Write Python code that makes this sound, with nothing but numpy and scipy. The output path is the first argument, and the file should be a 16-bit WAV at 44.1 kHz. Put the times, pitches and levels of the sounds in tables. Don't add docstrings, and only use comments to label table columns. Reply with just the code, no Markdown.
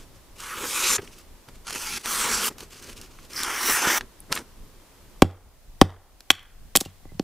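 import sys
import numpy as np
from scipy import signal
from scipy.fft import rfft, irfft
from scipy.io import wavfile
from scipy.ndimage import uniform_filter1d

SR = 44100
rng = np.random.default_rng(int(sys.argv[2]) if len(sys.argv) > 2 else 0)


def wrap_up_sound(samples):
    columns = np.atleast_2d(samples).T
    tamed = np.clip(columns, -1, 1)
    steps = np.round(tamed * 32767).astype(np.int16)
    wavfile.write(sys.argv[1], SR, steps)


N = 318843
TIME, HZ = np.arange(N) / SR, np.fft.rfftfreq(N, 1 / SR)

# time_s, sheet_db, hiss_db, fizz_db (last two add to sheet_db)
CUT_LEVELS = [
    [(0.405, -46.5, -1.5, -6), (0.457, -39.5, -4, -11), (0.599, -35.5, -6, -10), (0.649, -32, -6, -9),
     (0.683, -38, 4.5, 0), (0.853, -27.5, 3, -8), (0.885, -29.5, 6.5, -6.5), (0.935, -28.5, 2.5, -6.5),
     (0.962, -31, 7.5, -8)],
    [(1.672, -42, 3, -16), (1.754, -36.5, 0.5, -8), (1.76, -33, -1.5, -11), (1.784, -40.5, 4.5, -0.5),
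     (1.978, -36, 3.5, -10)],
    [(2.06, -35.5, 2, -13), (2.092, -31.5, -1, -2), (2.212, -28.5, 0.5, -7.5), (2.282, -28.5, -4, -10),
     (2.348, -30.5, 5, -8), (2.384, -30.5, 1.5, -13), (2.464, -28, -2, 0), (2.485, -31, 0, -3)],
    [(3.345, -49.5, 5.5, -6), (3.379, -39.5, 5, -7), (3.471, -30.5, -5.5, -37), (3.593, -32.5, 0, -13),
     (3.679, -29, 3.5, 2), (3.693, -23.5, 0, -9), (3.731, -27, 2.5, 0), (3.797, -25.5, -2.5, -22),
     (3.865, -21, -7, -21), (3.98, -27, 1.5, -4)],
]
# flutter_db (adds to sheet_db), rasp_hz, judder_share (0 to 1)
CUT_GRIPS = [(-11, 5960, .3), (-10.5, 5100, .85), (-11.5, 5650, 0.1), (-12, 5900, 0.6)]
# pitch_hz, level_db
CUT_1_TONE = [(88, -45), (150, -18.5), (352, -5.5), (462, -9), (509, -4.5), (681, -21.5), (844, -10),
              (1290, -3), (1830, -11), (2400, -9), (2980, -7), (4220, -9), (4750, -12), (7000, -8),
              (11800, -14), (15500, -23.5)]
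CUT_2_TONE = [(88, -37), (150, -1), (366, 3), (656, -11.5), (827, -5), (1240, -6), (1370, 1), (1540, -6.5),
              (2500, -5), (2760, -3), (4060, -9), (5540, -2.5), (9000, -8.5), (10300, -4.5), (15500, -18)]
CUT_3_TONE = [(88, -45), (150, -5.5), (205, 7.5), (268, -2), (445, 3), (681, -12.5), (1000, -6.5),
              (1320, -4), (1830, -13.5), (2500, -11.5), (3300, -12.5), (5030, -9.5), (5760, -8), (9540, -8),
              (15500, -20)]
CUT_4_TONE = [(88, -50), (150, -27), (314, -9), (643, -18.5), (827, -7.5), (1370, 0.5), (2100, -3.5),
              (2650, -10), (2980, -6), (3690, -11), (4840, -11.5), (5540, -5), (6730, -11), (13300, -.5),
              (15500, 2)]

# start_s, thud_db, cutoff_hz, tilt_db_per_octave, crack_db, blade_db
BLOWS = [(5.2209, 8, 803, -.5, -7, -25.5), (5.8140, 8, 1195, 0, -5.5, -25.5),
         (6.3034, -14.5, 3003, 6, -3, -3), (6.7538, -13, 3000, 2.5, -8.5, -19.5)]
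# pitch_hz, level_db, fade_s (to fall 60 dB)
WOOD_NOTES = [(183.5, -3.5, .036), (277, 2, 0.026), (380, -0.5, 0.017), (545, -7, 0.023), (775, -6, 0.029),
              (1108, -7, 0.022), (1436, -12, 0.021), (2050, -11.5, 0.0085)]
BLADE_NOTES = [(1830, -14, 0.014), (2550, -25.5, 0.0067), (3110, -9, 0.018), (3318, 1.5, 0.022),
               (3900, -6.5, 0.01), (4660, -16, 0.01), (5700, -15, 0.031), (6930, -13.5, 0.02)]
LOG_NOTES = [(50.3, 2.5, 0.076), (92, 3, .3), (146, 3.5, 0.11), (194, -0.5, 0.14)]
# start_s, level_db, pitch_hz, fade_s
SPLITS = [(6.206, -30.5, 3000, 0.0088), (6.3144, -15.5, 4920, 0.009), (6.352, -40, 5950, .008),
          (6.430, -43, 9000, .006), (6.7594, -9, 6560, 0.0079), (6.7617, 1, 6760, 0.011),
          (6.7709, 0.5, 5470, 0.0058), (6.804, -23.5, 6060, 0.059), (6.8093, -15.5, 5520, 0.015),
          (6.851, -39, 3980, 0.057)]
# start_s, thud_db,
# cutoff_hz, boom_db, tick_db
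BOUNCES = [(5.2445, -16.5, 381, -39.5, -43.5), (6.8119, -18, 690, -64, -31.5),
           (6.858, -27.5, 740, -39, -48.5), (7.053, -33.5, 705, -48, -61), (7.118, -37, 607, -45.5, -63),
           (7.145, -53.5, 299, -41.5, -52), (7.1955, -7.5, 396, -50.5, -23.5)]
# start_s, level_db, pitch_hz, spread_octaves, fade_s
CLINK_AND_SQUEAKS = [(6.857, -42, 2810, 0.032, 0.054), (7.052, -60.5, 2000, 0.021, 0.072),
                     (7.092, -63.5, 2026, 0.014, 0.24), (7.152, -69.5, 2750, 0.049, 0.055)]

# start_s, length_s, crinkle_db, puff_db
RUSTLES = [(0.0, 0.032, -48.5, -52), (0.146, 0.015, -56, -74), (0.365, 0.042, -47.5, -55),
           (0.977, 0.012, -56, -40.5), (1.019, 0.19, -50, -58), (1.484, 0.0092, -51, -55),
           (1.545, 0.012, -51, -71), (1.996, 0.064, -39.5, -59), (2.494, .028, -47, -43),
           (2.587, .048, -42, -49.5), (2.711, 0.082, -43, -50), (2.823, 0.11, -44.5, -53.5),
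           (2.966, 0.099, -46, -48), (3.111, 0.1, -51.5, -63), (3.231, 0.023, -47, -53),
           (3.299, 0.047, -45.5, -58), (3.972, .03, -45, -38.5), (4.307, .115, -54.5, -45)]
# pitch_hz, level_db
RUSTLE_TONE = [(120, -41), (200, -7.5), (352, -3), (827, -11), (1150, -2), (1810, -7), (2700, -2.5),
               (3610, -6.5), (5390, -3), (10800, -10.5), (15500, -19)]
BUCKLE_TONE = [(88, -47.5), (150, 8), (352, 4), (643, -1), (1400, 8.5), (1910, -11), (2180, 0), (4220, -4),
               (9180, -4), (12000, -10), (15500, -27)]
PUFF_TONE = [(30, -8), (70, -1), (130, -7.5), (220, -6), (400, -3.5), (650, -17.5), (1500, -18),
             (5000, -39.5)]
# start_s, level_db, pitch_hz, spread_octaves, fade_s
PAPER_SNAPS = [(0.403, -33.5, 4000, 0.87, 0.033), (0.982, -27, 1560, 0.55, .045),
               (1.076, -35, 2980, 0.46, .012), (1.186, -46, 8000, 1.1, 0.033),
               (1.487, -42.5, 2000, 1.2, 0.025), (1.7067, -25, 2020, 1.4, 0.014),
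               (1.975, -33, 2000, 2.1, 0.007), (2.059, -17, 2010, 1.7, 0.006),
               (2.251, -28.5, 250, 0.72, 0.025), (2.583, -30, 1770, 1.7, 0.011),
               (2.605, -33, 2500, 1.3, 0.028), (2.825, -39, 4200, 1.7, 0.02),
               (3.014, -32.5, 4530, 0.88, 0.01), (3.188, -39, 1300, 0.45, 0.018),
               (3.334, -33, 5130, 0.24, 0.013), (3.361, -32, 5150, 0.14, 0.7),
               (3.434, -12.5, 4450, 0.77, 0.0023), (3.694, -24.5, 350, .7, 0.024),
               (3.872, -22, 321, 0.65, 0.037), (4.009, -25, 1740, 0.71, 0.02),
               (4.204, -27.5, 10900, 0.15, 0.0053), (4.321, -22.5, 4020, 0.48, .03),
               (4.3253, -19, 1586, 0.83, 0.034), (4.326, -7, 5600, 0.34, 0.0045),
               (4.353, -22.5, 8000, 0.93, 0.019), (4.363, -24, 1696, 0.64, 0.025),
               (4.375, -23, 1890, 0.61, 0.025)]

# pitch_hz, level_db
ECHO_TONE = [(80, -10.5), (250, -22), (450, -9), (900, -8), (1250, -4.5), (1700, -2), (2500, -6),
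             (3500, -0.5), (7000, -4.5), (15000, -17)]
REFLECTION_TONE = [(200, -17), (1200, 0), (5000, 2.5), (14000, -3)]
# pitch_hz, fade_s
ECHO_FADES = [(100, 0.45), (700, 0.78), (1700, 0.64), (3500, 0.35), (8000, 0.2), (15000, 0.13)]
# pitch_hz, level_db
PAPER_AIR_TONE = [(12, -15), (20, 6), (35, -2), (119, -13), (342, -18.5), (393, -18), (649, -23),
                  (705, -25), (1040, -23.5), (1450, -28.5), (2760, -31), (14300, -36.5), (15500, -42.5)]
LOG_AIR_TONE = [(12, -36.5), (20, 1.5), (35, -8.5), (49, -12.5), (80, -17.5), (180, -28.5), (581, -33.5),
                (705, -32), (1130, -38.5), (1720, -39.5), (2400, -41), (3450, -42), (15500, -46)]
# pitch_hz, gain_db
PAPER_WIDTH = [(60, -3.5), (130, -8.5), (290, -27), (640, -30.5), (1410, -54.5), (3100, -35), (6820, -12.5),
               (15000, -18)]
WOOD_WIDTH = [(60, -20.5), (130, -20.5), (290, -24.5), (640, -26), (1410, -23.5), (3100, -19), (6820, -16),
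              (15000, -12)]
AIR_WIDTH = [(25, -15), (60, -8.5), (110, -4), (200, -5), (380, -8), (700, -6), (1290, -8), (2380, -4.5),
             (4400, -1), (8120, -1), (15000, 1.5)]


def slicing():
    out = np.zeros(N)
    clicks = drifting(fibres(per_s=15000, spread_db=2.5), depth_db=2.5)
    clicks *= flicker(depth_db=0.8, rate_hz=92.5)
    cut_ends_s = [rows[k][0] for rows in CUT_LEVELS for k in (0, -1)]
    rasp_hz = np.interp(TIME, cut_ends_s, np.repeat([hz for _, hz, _ in CUT_GRIPS], 2))
    rasp_hz *= 1 + 0.09 * wander(rate_hz=9)
    spectrum = rfft(clicks + 0.65 * resonate(clicks, rasp_hz, width_hz=2200))
    lowpasses = [1 / (1 + (HZ / hz) ** 8) for hz in (130, 750, 3000, 10500, 20000)]
    tones = [CUT_1_TONE, CUT_2_TONE, CUT_3_TONE, CUT_4_TONE]
    for rows, (flutter_db, _, judder_share), tone in zip(CUT_LEVELS, CUT_GRIPS, tones):
        times_s, sheet_db, hiss_db, fizz_db = np.transpose(rows)
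        cut = spectrum * amp(value_at(tone, HZ))
        jerks = judder(times_s[0], judder_share)
        for lower, upper, band_db in zip(lowpasses, lowpasses[1:], [flutter_db, 0, hiss_db, fizz_db]):
            band = normalised(irfft(cut * (upper - lower), N))
            out += band * stroke(times_s, sheet_db + band_db) * jerks
    return amp(-0.38) * out


def fibres(per_s, spread_db):
    sizes = amp(spread_db * np.minimum(rng.exponential(1, N), 4)) * rng.choice([-1, 1], N)
    return sizes * (rng.random(N) < per_s / SR)


def stroke(times_s, levels_db, bite_s=0.016, leave_s=0.0059):
    outside = np.maximum(times_s[0] - TIME, 0) / bite_s + np.maximum(TIME - times_s[-1], 0) / leave_s
    return amp(np.interp(TIME, times_s, levels_db)) * np.exp(-outside ** 2)


def judder(start_s, start_share, slips_per_s=130, slip_s=0.0025, settle_s=0.15):
    slips = (rng.random(N) < slips_per_s / SR) * rng.uniform(0.44, 1, N)
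    power = signal.lfilter([1], [1, -np.exp(-1 / (slip_s * SR))], slips)
    share = start_share * np.exp(-((TIME - start_s) / settle_s) ** 2)
    return np.sqrt(1 - share + share * power / power.mean())


def splitting_wood(push_s=0.004):
    out = np.zeros(N)
    blade, log = ring(BLADE_NOTES, rise_cycles=0.54), ring(LOG_NOTES)
    push_age = TIME[:SR // 4] / push_s
    push = push_age * (2 - push_age) * np.exp(-push_age)
    for start_s, thud_db, cutoff_hz, tilt, crack_db, blade_db in BLOWS:
        thud = wood_thud(cutoff_hz, tilt) + amp(-25.5) * log + amp(-16) * np.pad(push, (0, SR // 4))
        add(out, start_s, amp(crack_db) * burst(pitch_hz=2130, octaves=0.91, fade_s=0.022))
        add(out, start_s, amp(thud_db) * thud + amp(blade_db) * blade)
    shake = amp(-20.5) * wood_thud(cutoff_hz=617) + amp(-24) * blade
    for start_s, level_db, pitch_hz, fade_s in SPLITS:
        add(out, start_s, amp(level_db) * burst(pitch_hz, octaves=0.9, fade_s=fade_s))
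        add(out, start_s, amp(level_db) * shake)
    for start_s, thud_db, cutoff_hz, boom_db, tick_db in BOUNCES:
        add(out, start_s, amp(tick_db) * burst(pitch_hz=3200, octaves=0.64, fade_s=0.011))
        add(out, start_s, amp(thud_db) * wood_thud(cutoff_hz) + amp(boom_db) * log)
    for start_s, level_db, pitch_hz, octaves, fade_s in CLINK_AND_SQUEAKS:
        add(out, start_s, amp(level_db) * burst(pitch_hz, octaves, fade_s))
    return out


def wood_thud(cutoff_hz, tilt_db_per_octave=0, pivot_hz=280):
    notes = [(hz, db + tilt_db_per_octave * np.log2(hz / pivot_hz), fade_s)
             for hz, db, fade_s in WOOD_NOTES]
    return ring(notes, cutoff_hz)


def ring(notes, cutoff_hz=SR, rise_cycles=0.85):
    t = TIME[:SR // 2]
    out = np.zeros(len(t))
    for k, (hz, db, fade_s) in enumerate(notes):
        swell = 1 - np.exp(-(hz * t / rise_cycles) ** 2)
        direction = (-1) ** k
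        size = amp(db) / np.hypot(1, (hz / cutoff_hz) ** 2)
        out += direction * size * swell * fade(t, fade_s) * np.sin(2 * np.pi * hz * t)
    return out


def rustling():
    crinkle = drifting(fibres(per_s=8100, spread_db=3), depth_db=1.4, frames=36, bins=7)
    crinkle *= flicker(depth_db=2.5, rate_hz=55)
    moves = sum(movement(start_s, length_s, db, rise_s=0.0058, fall_s=0.014)
                for start_s, length_s, db, _ in RUSTLES)
    buckle = movement(start_s=4.318, length_s=0.064, level_db=-35, rise_s=0.0024, fall_s=0.013)
    out = amp(-3.5) * normalised(shaped(crinkle, RUSTLE_TONE)) * moves
    out += normalised(shaped(crinkle, BUCKLE_TONE)) * buckle
    for start_s, level_db, pitch_hz, octaves, fade_s in PAPER_SNAPS:
        add(out, start_s, amp(level_db) * burst(pitch_hz, octaves, fade_s))
    return out


def puffing():
    puffs = shaped(rng.standard_normal(N), PUFF_TONE) * flicker(depth_db=5, rate_hz=25.6)
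    moves = sum(movement(start_s, length_s, db, rise_s=0.01, fall_s=0.028)
                for start_s, length_s, _, db in RUSTLES)
    return amp(-0.5) * normalised(puffs) * moves


def movement(start_s, length_s, level_db, rise_s, fall_s):
    before = np.maximum(start_s - TIME, 0) / rise_s
    after = np.maximum(TIME - start_s - length_s, 0) / fall_s
    return amp(level_db) * np.exp(-np.minimum(before + after, 20))


def echoes(sound, near_db, near_fade_s, far_db, blur_hz=100):
    t = TIME[:SR]
    far_taps, near_taps = rng.standard_normal((2, SR)) * (rng.random((2, SR)) < 0.1)
    hz, frame_s, spectra = signal.stft(far_taps, SR, nperseg=256)
    spectra *= fade(frame_s, value_at(ECHO_FADES, hz)[:, None])
    far_tail = signal.istft(spectra, SR, nperseg=256)[1][:SR] * (1 - np.exp(-t / 0.03))
    near_tail = near_taps * fade(t, near_fade_s) * (t > 0.005)
    blur = 2 * np.pi * np.cumsum(blur_hz * wander(rate_hz=201.4)) / SR
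    far = phase_shifted(scattered(sound, far_tail), blur)
    return amp(far_db) * shaped(far, ECHO_TONE) + amp(near_db) * scattered(sound, near_tail)


def open_air(tone, level_db):
    middle, side = (normalised(shaped(rng.standard_normal(N), tone)) for _ in range(2))
    side = shaped(side, AIR_WIDTH)
    both = np.array([middle + side, middle - side])
    wind = irfft(rfft(both) / (1 + (HZ / 250) ** 4), N)
    leaves = both - wind
    return amp(level_db) * (leaves + wind * flicker(depth_db=3.5, rate_hz=7.3))


def stereo(sound, width):
    tail = rng.standard_normal(512) * np.exp(-np.arange(512) / 90)
    scatter = phase_shifted(scattered(sound, tail), 2 * wander(rate_hz=4))
    side = shaped(drifting(0.55 * np.gradient(sound) + 0.7 * scatter, depth_db=4), width)
    return np.array([sound + side, sound - side])


def burst(pitch_hz, octaves, fade_s, samples=8192):
    hz = np.fft.rfftfreq(samples, 1 / SR) + 1
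    bump = 1 / np.cosh(np.clip(np.log2(hz / pitch_hz) / octaves, -20, 20))
    noise = normalised(irfft(bump * np.exp(2j * np.pi * rng.random(len(hz)))))
    return noise * fade(TIME[:samples], fade_s)


def drifting(sound, depth_db, frames=30, bins=6):
    spectra = signal.stft(sound, nperseg=512, noverlap=384)[2]
    drift = uniform_filter1d(rng.standard_normal(spectra.shape), frames, axis=1)
    drift = uniform_filter1d(drift, bins, axis=0)
    return signal.istft(spectra * amp(depth_db * normalised(drift)), nperseg=512, noverlap=384)[1][:N]


def resonate(sound, pitch_hz, width_hz):
    turn = np.exp(2j * np.pi * np.cumsum(pitch_hz) / SR)
    feedback = np.exp(-np.pi * width_hz / SR)
    return 2 * (turn * signal.lfilter([1 - feedback], [1, -feedback], sound / turn)).real


def scattered(sound, tail):
    return signal.fftconvolve(sound, tail / np.linalg.norm(tail))[:N]


def phase_shifted(sound, radians):
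    return (signal.hilbert(sound) * np.exp(1j * radians)).real


def flicker(depth_db, rate_hz):
    return amp(depth_db * wander(rate_hz))


def wander(rate_hz):
    return normalised(irfft(rfft(rng.standard_normal(N)) / (1 + (HZ / rate_hz) ** 4), N))


def shaped(sound, tone):
    return irfft(rfft(sound) * amp(value_at(tone, HZ)), N)


def value_at(table, hz):
    pitches_hz, values = np.transpose(table)
    return np.interp(np.log(hz + 1), np.log(pitches_hz + 1), values)


def fade(t, fade_s):
    return np.exp(-np.log(1000) * t / fade_s)


def amp(db):
    return 10 ** (np.asarray(db) / 20)


def normalised(sound):
    return sound / np.sqrt(np.mean(sound ** 2) + 1e-20)


def add(mix, start_s, sound):
    part = mix[round(start_s * SR):][:len(sound)]
    part += sound[:len(part)]


def scene(wood_start_s=5.21):
    paper = slicing() + rustling() + puffing()
    knocks = splitting_wood()
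    paper += echoes(paper, near_db=-18, near_fade_s=0.049, far_db=-43.5)
    wood = knocks + echoes(knocks, near_db=-24.5, near_fade_s=0.24, far_db=-30)
    add(wood, 0.0897, amp(-42) * shaped(knocks, REFLECTION_TONE))
    air = np.where(TIME < wood_start_s, open_air(PAPER_AIR_TONE, -50), open_air(LOG_AIR_TONE, -49.5))
    lean_right = amp([[-0.2], [0.2]])
    return stereo(paper, PAPER_WIDTH) * lean_right + stereo(wood, WOOD_WIDTH) + air


def record(dry, threshold_db=-15, share=0.55, recovery_db_per_s=22, top_hz=15600):
    power = signal.lfilter([1 / 512], [1, 1 / 512 - 1], (dry ** 2).mean(0))
    recovery_db = TIME * recovery_db_per_s
    held_db = np.maximum.accumulate(10 * np.log10(power + 1e-12) + recovery_db) - recovery_db
    over_db = np.maximum(held_db - threshold_db, 0)
    late_db = signal.lfilter([1 / 2048], [1, 1 / 2048 - 1], over_db)
    lowered = dry * amp(-share * late_db)
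    clipped = lowered / (1 + lowered ** 8) ** (1 / 8)
    treble_cut = signal.firwin(301, top_hz, window=("kaiser", 8), fs=SR)
    return signal.oaconvolve(clipped, treble_cut[None], "same")


dry = scene()
out = record(dry)
wrap_up_sound(out)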